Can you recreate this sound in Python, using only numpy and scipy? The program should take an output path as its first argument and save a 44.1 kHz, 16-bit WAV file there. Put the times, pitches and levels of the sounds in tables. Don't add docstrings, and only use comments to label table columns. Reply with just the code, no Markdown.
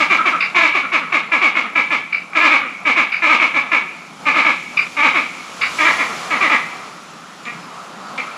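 import sys
import numpy as np
from scipy import signal
from scipy.fft import rfft, irfft, next_fast_len
from scipy.io import wavfile
from scipy.ndimage import uniform_filter1d, minimum_filter1d, map_coordinates

SR = 44100
rng = np.random.default_rng(int(sys.argv[2]) if len(sys.argv) > 2 else 0)


def master(y):
    cut = np.clip(np.atleast_2d(y).T, -1, 1)
    pcm = np.round(cut * 32767)
    wavfile.write(sys.argv[1], SR, pcm.astype(np.int16))


def nominal_scale(level):
    x = np.asarray(level, float) / 20
    return 10 ** x


N = 369116


def unit(x):
    return x / np.sqrt(np.mean(x ** 2) + 1e-20)


def along(points, hz):
    f, v = np.transpose(points)
    return np.interp(np.log(hz + 1), np.log(f + 1), v)


def curves(rows):
    s, *cols = np.transpose(rows)
    return [np.interp(np.arange(N) / SR, s, c) for c in cols]


def wobble(rate):
    knots = rng.standard_normal(int(N * rate / SR) + 4)
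    return map_coordinates(knots, [np.arange(N) * rate / SR])


def filtered(x, response):
    m = next_fast_len(N + SR // 2)
    return irfft(rfft(x, m) * response(np.fft.rfftfreq(m, 1 / SR)), m)[..., :N]


def shaped(x, points):
    return unit(filtered(x, lambda hz: nominal_scale(along(points, hz))))


def rings(modes):
    def response(f):
        total = 0
        for k, (centre, width, db) in enumerate(modes):
            band = 1j * f * width / (centre * centre - f * f + 1j * f * width)
            total = total + (-1) ** k * nominal_scale(db) * band
        return total ** 2
    return response


def rush(spectrum, patchy_db):
    z = signal.stft(rng.standard_normal(N), nperseg=512)[2]
    field = uniform_filter1d(rng.standard_normal(z.shape), size=5, axis=0)
    field = uniform_filter1d(field, size=10, axis=1)
    x = signal.istft(z * nominal_scale(patchy_db * unit(field)), nperseg=512)[1][:N]
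    return shaped(x, spectrum)


def air(calls):
    # start_s, chorus_db, breeze_db
    swells = [
        (0.0, -43, -44),
        (1.19, -39.5, -51),
        (2.26, -41.5, -50),
        (3.91, -41.5, -48.5),
        (4.78, -41.5, -42),
        (5.55, -38, -40.5),
        (5.83, -32, -31),
        (6.41, -30, -37.5),
        (7.08, -39, -46.5),
        (8.37, -32, -44.5),
    ]
    # freq_hz, level_db
    hum_spectrum = [(15, -74), (25, -36), (49, -19), (102, -24), (135, -7.5), (167, 0.5), (313, -6),
                    (472, -17.5), (600, -19.5), (780, -45), (1320, -120)]
    # freq_hz, level_db
    chorus_spectrum = [(240, -40), (400, -12.5), (475, -11.5), (665, -8.5), (722, -6), (905, -7),
                       (1090, -3), (1300, -0.5), (1570, -12), (3500, -25.5), (4550, -25), (7700, -120)]
    # freq_hz, level_db
    leaf_spectrum = [(1500, -5), (2500, -1), (4000, -5.5), (5500, -6.5), (7300, -8.5), (8500, -17.5),
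                     (10300, -15.5), (12000, -29), (14000, -25), (16000, -65)]
    chorus_db, leaves_db = curves(swells)
    hum_db = -42.5 + 0.19 * (leaves_db - leaves_db.mean()) + 1.5 * wobble(7.6)
    hum = nominal_scale(hum_db) * rush(hum_spectrum, patchy_db=1.5)
    stir_db, stir_s = -20, 0.13
    stir = nominal_scale(stir_db) * uniform_filter1d(np.abs(calls), size=int(stir_s * SR))
    chorus = (nominal_scale(chorus_db) + stir) * nominal_scale(1.2 * wobble(5)) * rush(chorus_spectrum, patchy_db=1.3)
    leaves = nominal_scale(leaves_db + 3 + .6 * wobble(9)) * rush(leaf_spectrum, patchy_db=.8)
    return hum + chorus + leaves


def ticks(level_db, t60):
    frame_rate_hz, last_tick_s = 29.99, 8.337
    t = np.arange(SR // 200) / SR
    times = np.arange(last_tick_s, 1 / frame_rate_hz, -1 / frame_rate_hz)
    late, size, tune = rng.standard_normal((len(times), 3)).T
    out = np.zeros(N + SR)
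    for s, db, hz in zip(times + .0015 * late, level_db + 2 * size, 10500 + 450 * tune):
        onset = 1 - np.exp(-t / 0.00022)
        out[round(s * SR):][:len(t)] += nominal_scale(db - 60 * t / t60) * np.sin(2 * np.pi * hz * t) * onset
    return out[:N]


def whistles():
    # start_s, length_s, edge_hz, top_hz, level_db
    arches = [
        (7.14, .07, 4300, 5500, -53),
        (7.42, .05, 7040, 7080, -49),
        (7.56, .095, 4200, 5200, -48),
        (8.0, .1, 3900, 4750, -48),
    ]
    hz, gain = np.full(N, 5000.), np.zeros(N)
    for s, long, edge_hz, top_hz, db in arches:
        arch = np.sin(np.linspace(0, np.pi, round(long * SR)))
        hz[round(s * SR):][:len(arch)] = edge_hz + (top_hz - edge_hz) * arch ** .45
        gain[round(s * SR):][:len(arch)] = nominal_scale(db - 2.5) * arch ** .7
    tone = np.sin(2 * np.pi * np.cumsum(hz * (1 + .012 * wobble(150))) / SR)
    return tone * gain * nominal_scale(2 * wobble(80))


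def clucks():
    # start_s, peak_db, ring_hz, low_partial_db (relative), air_puff_db (relative)
    calls = [
        (0.407, -10, 2343, -13.5, -1.5),
        (2.127, -6, 2302, -35, -12),
        (3.1228, -6.5, 2306, -26.5, -9.5),
        (4.7728, -1.5, 2372, -23, -12.5),
        (5.6151, -8.5, 2284, -13.5, -2.5),
    ]
    # centre_hz, width_hz, level_db
    breath_rings = [(1240, 350, -5), (2310, 540, 1), (2916, 450, -2), (3770, 400, -6), (4970, 750, -7.5)]
    upper_db, top_hz = 3, 6500
    out, air_puff, t = np.zeros(N + SR), np.zeros(N + SR), np.arange(SR // 10) / SR
    swell = np.sin(np.pi * np.clip(t / .016, 0, 1)) ** 1.3
    late = np.sin(np.pi * np.clip(t / 0.014, 0, 1) ** 1.7)
    for s, db, hz, low_db, puff_db in calls:
        turn = np.pi * hz * np.cumsum(1.01 + 0.203 * np.exp(-t / 0.00323) - 3 * t) / SR
        upper = 0.91 * np.sin(3 * turn) + np.sin(4 * turn)
        tone = np.sin(2 * turn) + nominal_scale(low_db + upper_db) * upper
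        lowest = nominal_scale(low_db + 5) * late * np.sin(turn)
        at = round((s - .004) * SR)
        out[at:][:len(t)] += nominal_scale(db - 3.0) * (swell * tone + lowest)
        air_puff[at:][:len(t)] = nominal_scale(db + puff_db - 60 * t / 0.18) * (1 - np.exp(-t / 0.0043))
    breath = unit(filtered(rng.standard_normal(N), rings(breath_rings)))
    return filtered(out[:N] + air_puff[:N] * breath, lambda f: 1 / (1 + 1j * f / top_hz) ** 3)


def folds(pitch_hz, jitter, shimmer_db, hoarse, count=36):
    half = np.pi * np.cumsum(pitch_hz * (1 + jitter * wobble(220))) / SR
    pulses = unit(np.sin((2 * count + 1) * half) / np.sin(half) - 1)
    puffs = unit(rng.standard_normal(N) * (1 + 0.073 * np.cos(2 * half)))
    flutter = wobble(150)
    return [np.sqrt(1 - h) * pulses * nominal_scale(db * flutter) + np.sqrt(h) * puffs for h, db in zip(hoarse, shimmer_db)]


def syllables(rows, voice):
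    release_s, top_s, glide_s = 0.04, .015, .03
    overshoot = 1.07
    s, length, top_hz, end_hz, db = np.transpose(rows)
    tied = np.r_[False, s[1:] - (s + length)[:-1] < .012]
    low_at = np.minimum(s + length, np.r_[s[1:] + top_s - glide_s, N])
    knot_s = np.array([s, s + top_s, low_at]).T.ravel()
    knot_hz = np.array([overshoot * top_hz, top_hz, end_hz]).T.ravel()
    keep = ~np.array([tied, 0 * tied, 0 * tied], bool).T.ravel()
    over_db, lost_db, attack_s, grows = np.transpose(voice)[:, :, None]
    gains = np.zeros((len(voice), N))
    for start, long, effort_db in zip(s, length, db):
        at = np.arange(max(0, round(start * SR)), round((start + long) * SR))
        t = at / SR - start
        edge = np.clip(np.minimum(t / attack_s, (long - t) / release_s), 0, 1)
        gains[:, at] += edge * nominal_scale(grows * effort_db + over_db - lost_db * t / long)
    return knot_s[keep], knot_hz[keep], gains


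def chatter(callers, throat):
    # centre_hz, width_hz, level_db
    mouth_rings = [(1890, 350, -6.5), (2274, 350, 2.5), (2747, 560, -5.5)]
    # freq_hz, level_db
    rasp_spectrum = [(1500, -20.5), (2900, 4.5), (3700, 4), (4500, -6), (5500, -9.5), (7200, -15.5),
                     (8500, -24.5), (10300, -29), (12500, -35), (16000, -88)]
    # freq_hz, level_db
    chest_spectrum = [(120, -59), (200, -0.5), (330, -5), (620, -5.5), (900, -7), (1300, 2.5), (3000, -77)]
    closing_share = 0.855
    s, hz, gains = zip(*[syllables(rows, voice) for rows, voice in callers])
    pitch_hz = np.interp(np.arange(N) / SR, np.concatenate(s), np.concatenate(hz))
    mouth, closing, edge, neck, body = sum(gains)
    low, mid, high, top = folds(pitch_hz, jitter=.011, shimmer_db=[2, 3, 3, 3], hoarse=[.08, .25, .4, .65])
    open_mouth = rings(mouth_rings)
    rasp = shaped(top, rasp_spectrum)
    rung = (unit(filtered(high, open_mouth)) * mouth + rasp * edge) * nominal_scale(-7)
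    rung += unit(filtered(high, lambda f: open_mouth(f / closing_share))) * closing * nominal_scale(-6)
    rung += unit(filtered(mid, rings(throat))) * neck * nominal_scale(-3.5)
    chest = shaped(low, chest_spectrum) * body * nominal_scale(6.0)
    return np.array([rung, chest])


def far_caller():
    # start_s, length_s, top_pitch_hz, end_pitch_hz, effort_db
    answers = [(.185, 0.052, 312.3, 260, -12.5), (.325, 0.06, 323, 210, -13),
               (.83, 0.049, 270.8, 218.6, -17), (1.01, 0.053, 279.9, 200, -20.5),
               (1.22, .06, 220, 190, -46), (1.635, 0.066, 239.7, 189.8, -25.5),
               (2.61, 0.086, 290, 219.5, -23), (3.63, 0.0607, 250, 199.6, -27),
               (3.81, 0.079, 199.5, 168, -36), (5.24, 0.049, 260, 200, -29),
               (6.085, 0.063, 228, 185.8, -26)]
    # over_effort_db, lost_db (through a syllable), attack_s, growth (dB per dB of effort)
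    voice = [
        (-39, 3.3, .01, 1.3),
        (-18.5, 2.8, 0.019, 0.52),
        (-30, 3, .01, 0.91),
        (11.5, 35, 0.0077, 1.31),
        (-29.5, 2.7, 0.013, 0.39),
    ]
    # centre_hz, width_hz, level_db
    throat = [(1270, 230, 0)]
    return chatter([(answers, voice)], throat)


def near_callers():
    # start_s, length_s, top_pitch_hz, end_pitch_hz, effort_db
    first_bouts = [(-.012, 0.062, 330, 229.9, -9.5), (.097, 0.072, 379.4, 234, -11.5),
                   (.25, 0.063, 370, 199.3, -12.5), (.545, 0.084, 360.6, 328.7, -11),
                   (.61, 0.079, 340, 262.3, -12), (.735, 0.068, 402.5, 199.3, -14),
                   (.918, 0.07, 358, 205.7, -13.5), (1.12, .07, 359.7, 200.2, -14),
                   (1.315, 0.076, 330, 204.9, -14.5), (1.41, 0.09, 369.8, 185.7, -14),
                   (1.55, 0.071, 341, 189.7, -16), (1.75, 0.081, 325, 179.3, -15.5),
                   (1.903, 0.071, 332.4, 179.1, -15), (2.331, .026, 370.4, 349.9, -19),
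                   (2.35, 0.071, 330.3, 290.4, -11.5), (2.405, 0.099, 352.8, 262.7, -11),
                   (2.503, 0.074, 325.4, 223.2, -13), (2.85, 0.081, 315, 200, -14.5),
                   (2.958, 0.08, 345.2, 190.6, -14.5)]
    later_bouts = [(3.219, 0.097, 332.4, 285, -14.5), (3.292, 0.077, 328.8, 191.3, -11.5),
                   (3.395, 0.077, 355.7, 204.9, -13.5), (3.539, 0.068, 328.7, 203.3, -15.5),
                   (3.714, .075, 330.1, 200, -16), (4.254, 0.08, 299.7, 235.9, -16),
                   (4.34, 0.091, 345.2, 214.3, -13.5), (4.443, .085, 346.4, 200, -14),
                   (4.965, 0.081, 290.5, 285, -17), (5.026, 0.077, 317.6, 201.3, -12),
                   (5.139, 0.083, 362.5, 179.2, -15.5)]
    tired_bouts = [(5.784, 0.089, 312.6, 299, -16), (5.847, 0.089, 337.5, 214.6, -15.5),
                   (5.98, 0.067, 334.5, 171.4, -18), (6.3, .09, 320.2, 203.8, -18.5),
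                   (6.405, 0.086, 383, 243, -14.5), (6.496, 0.076, 335.8, 187, -15)]
    grunts = [
        (7.452, .065, 241.3, 227.6, -33.5),
        (8.177, 0.049, 255, 232, -28),
    ]
    # over_effort_db, lost_db (through a syllable), attack_s, growth (dB per dB of effort)
    fresh_voice = [(6.5, 7, 0.0055, 0.9845), (-4.5, -8, 0.0097, 1.98), (-2, 6, 0.02, 1.2165),
                   (0.5, 12, 0.0051, 1.13), (-16, 2.5, 0.019, 0.94)]
    tired_voice = [(7, 14.5, .008, 0.9), (0, -5.5, 0.02, 1.094), (-0.5, 8.5, 0.021, 1.17),
                   (1, 11.5, 0.0081, 1.05), (-16.5, 1, 0.019, 0.88)]
    grunt_voice = [(13.5, 13.8, .003, 0.96), (10, 10.1, 0.0035, 1.1), (8.5, 39, 0.0018, 1.06),
                   (-1, 6.35, .004, 1.02), (-6, 2.96, 0.016, 1.04)]
    # centre_hz, width_hz, level_db
    throat = [(863, 180, 0.5), (1169, 370, 2), (1730, 170, 2.5)]
    callers = [(first_bouts + later_bouts, fresh_voice), (tired_bouts, tired_voice), (grunts, grunt_voice)]
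    return chatter(callers, throat)


def garden(x, scattered, tail_db):
    # delay_s, level_db
    echoes = [(0.0176, -1.5), (.03, -4.5), (0.041, -7), (.052, -9), (.062, -16.5), (.08, -25), (.092, -18)]
    # freq_hz, t60_s
    tree_decay = [(250, 0.14), (1200, 0.41), (2300, 1), (6000, 0.28), (12000, 0.32)]
    paths, t = np.zeros(SR // 8), np.arange(SR // 200) / SR
    paths[0] = 1
    for delay, db in echoes:
        smear = rng.standard_normal(len(t)) * nominal_scale(-60 * t / 0.0018)
        paths[round(delay * SR):][:len(t)] += nominal_scale(db) * smear / np.linalg.norm(smear)
    out = signal.fftconvolve(x, paths)[:N]
    for start in range(0, N, SR // 2):
        hz, t, z = signal.stft(rng.standard_normal(SR), SR, nperseg=256)
        decay = nominal_scale(-60 * t / along(tree_decay, hz)[:, None])
        tail = signal.istft(z * decay, SR, nperseg=256)[1]
        wet = signal.fftconvolve(scattered[start:start + SR // 2], tail / np.linalg.norm(tail))[:N - start]
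        out[start:start + len(wet)] += nominal_scale(tail_db) * wet
    return out


def scene():
    rung, chest = near_callers() + far_caller()
    voices = rung + nominal_scale(-6) * chest + whistles()
    cluck = clucks()
    scattered = voices + nominal_scale(-10) * cluck
    calls = garden(voices + cluck, scattered, tail_db=-7.0) + chest
    return (calls + air(calls) + ticks(level_db=-40.5, t60=.004))[None]


def top_cut(x):
    return signal.sosfilt(signal.butter(12, 14500, fs=SR, output="sos"), x)


def record(dry):
    cut = filtered(dry, lambda hz: (1j * hz / (1j * hz + 90)) ** 2)
    room = np.minimum(1, .93 / (np.abs(cut) + 1e-9))
    gain = uniform_filter1d(minimum_filter1d(room, size=441), size=220)
    return top_cut(cut * gain)


dry = scene()
out = record(dry)
master(out)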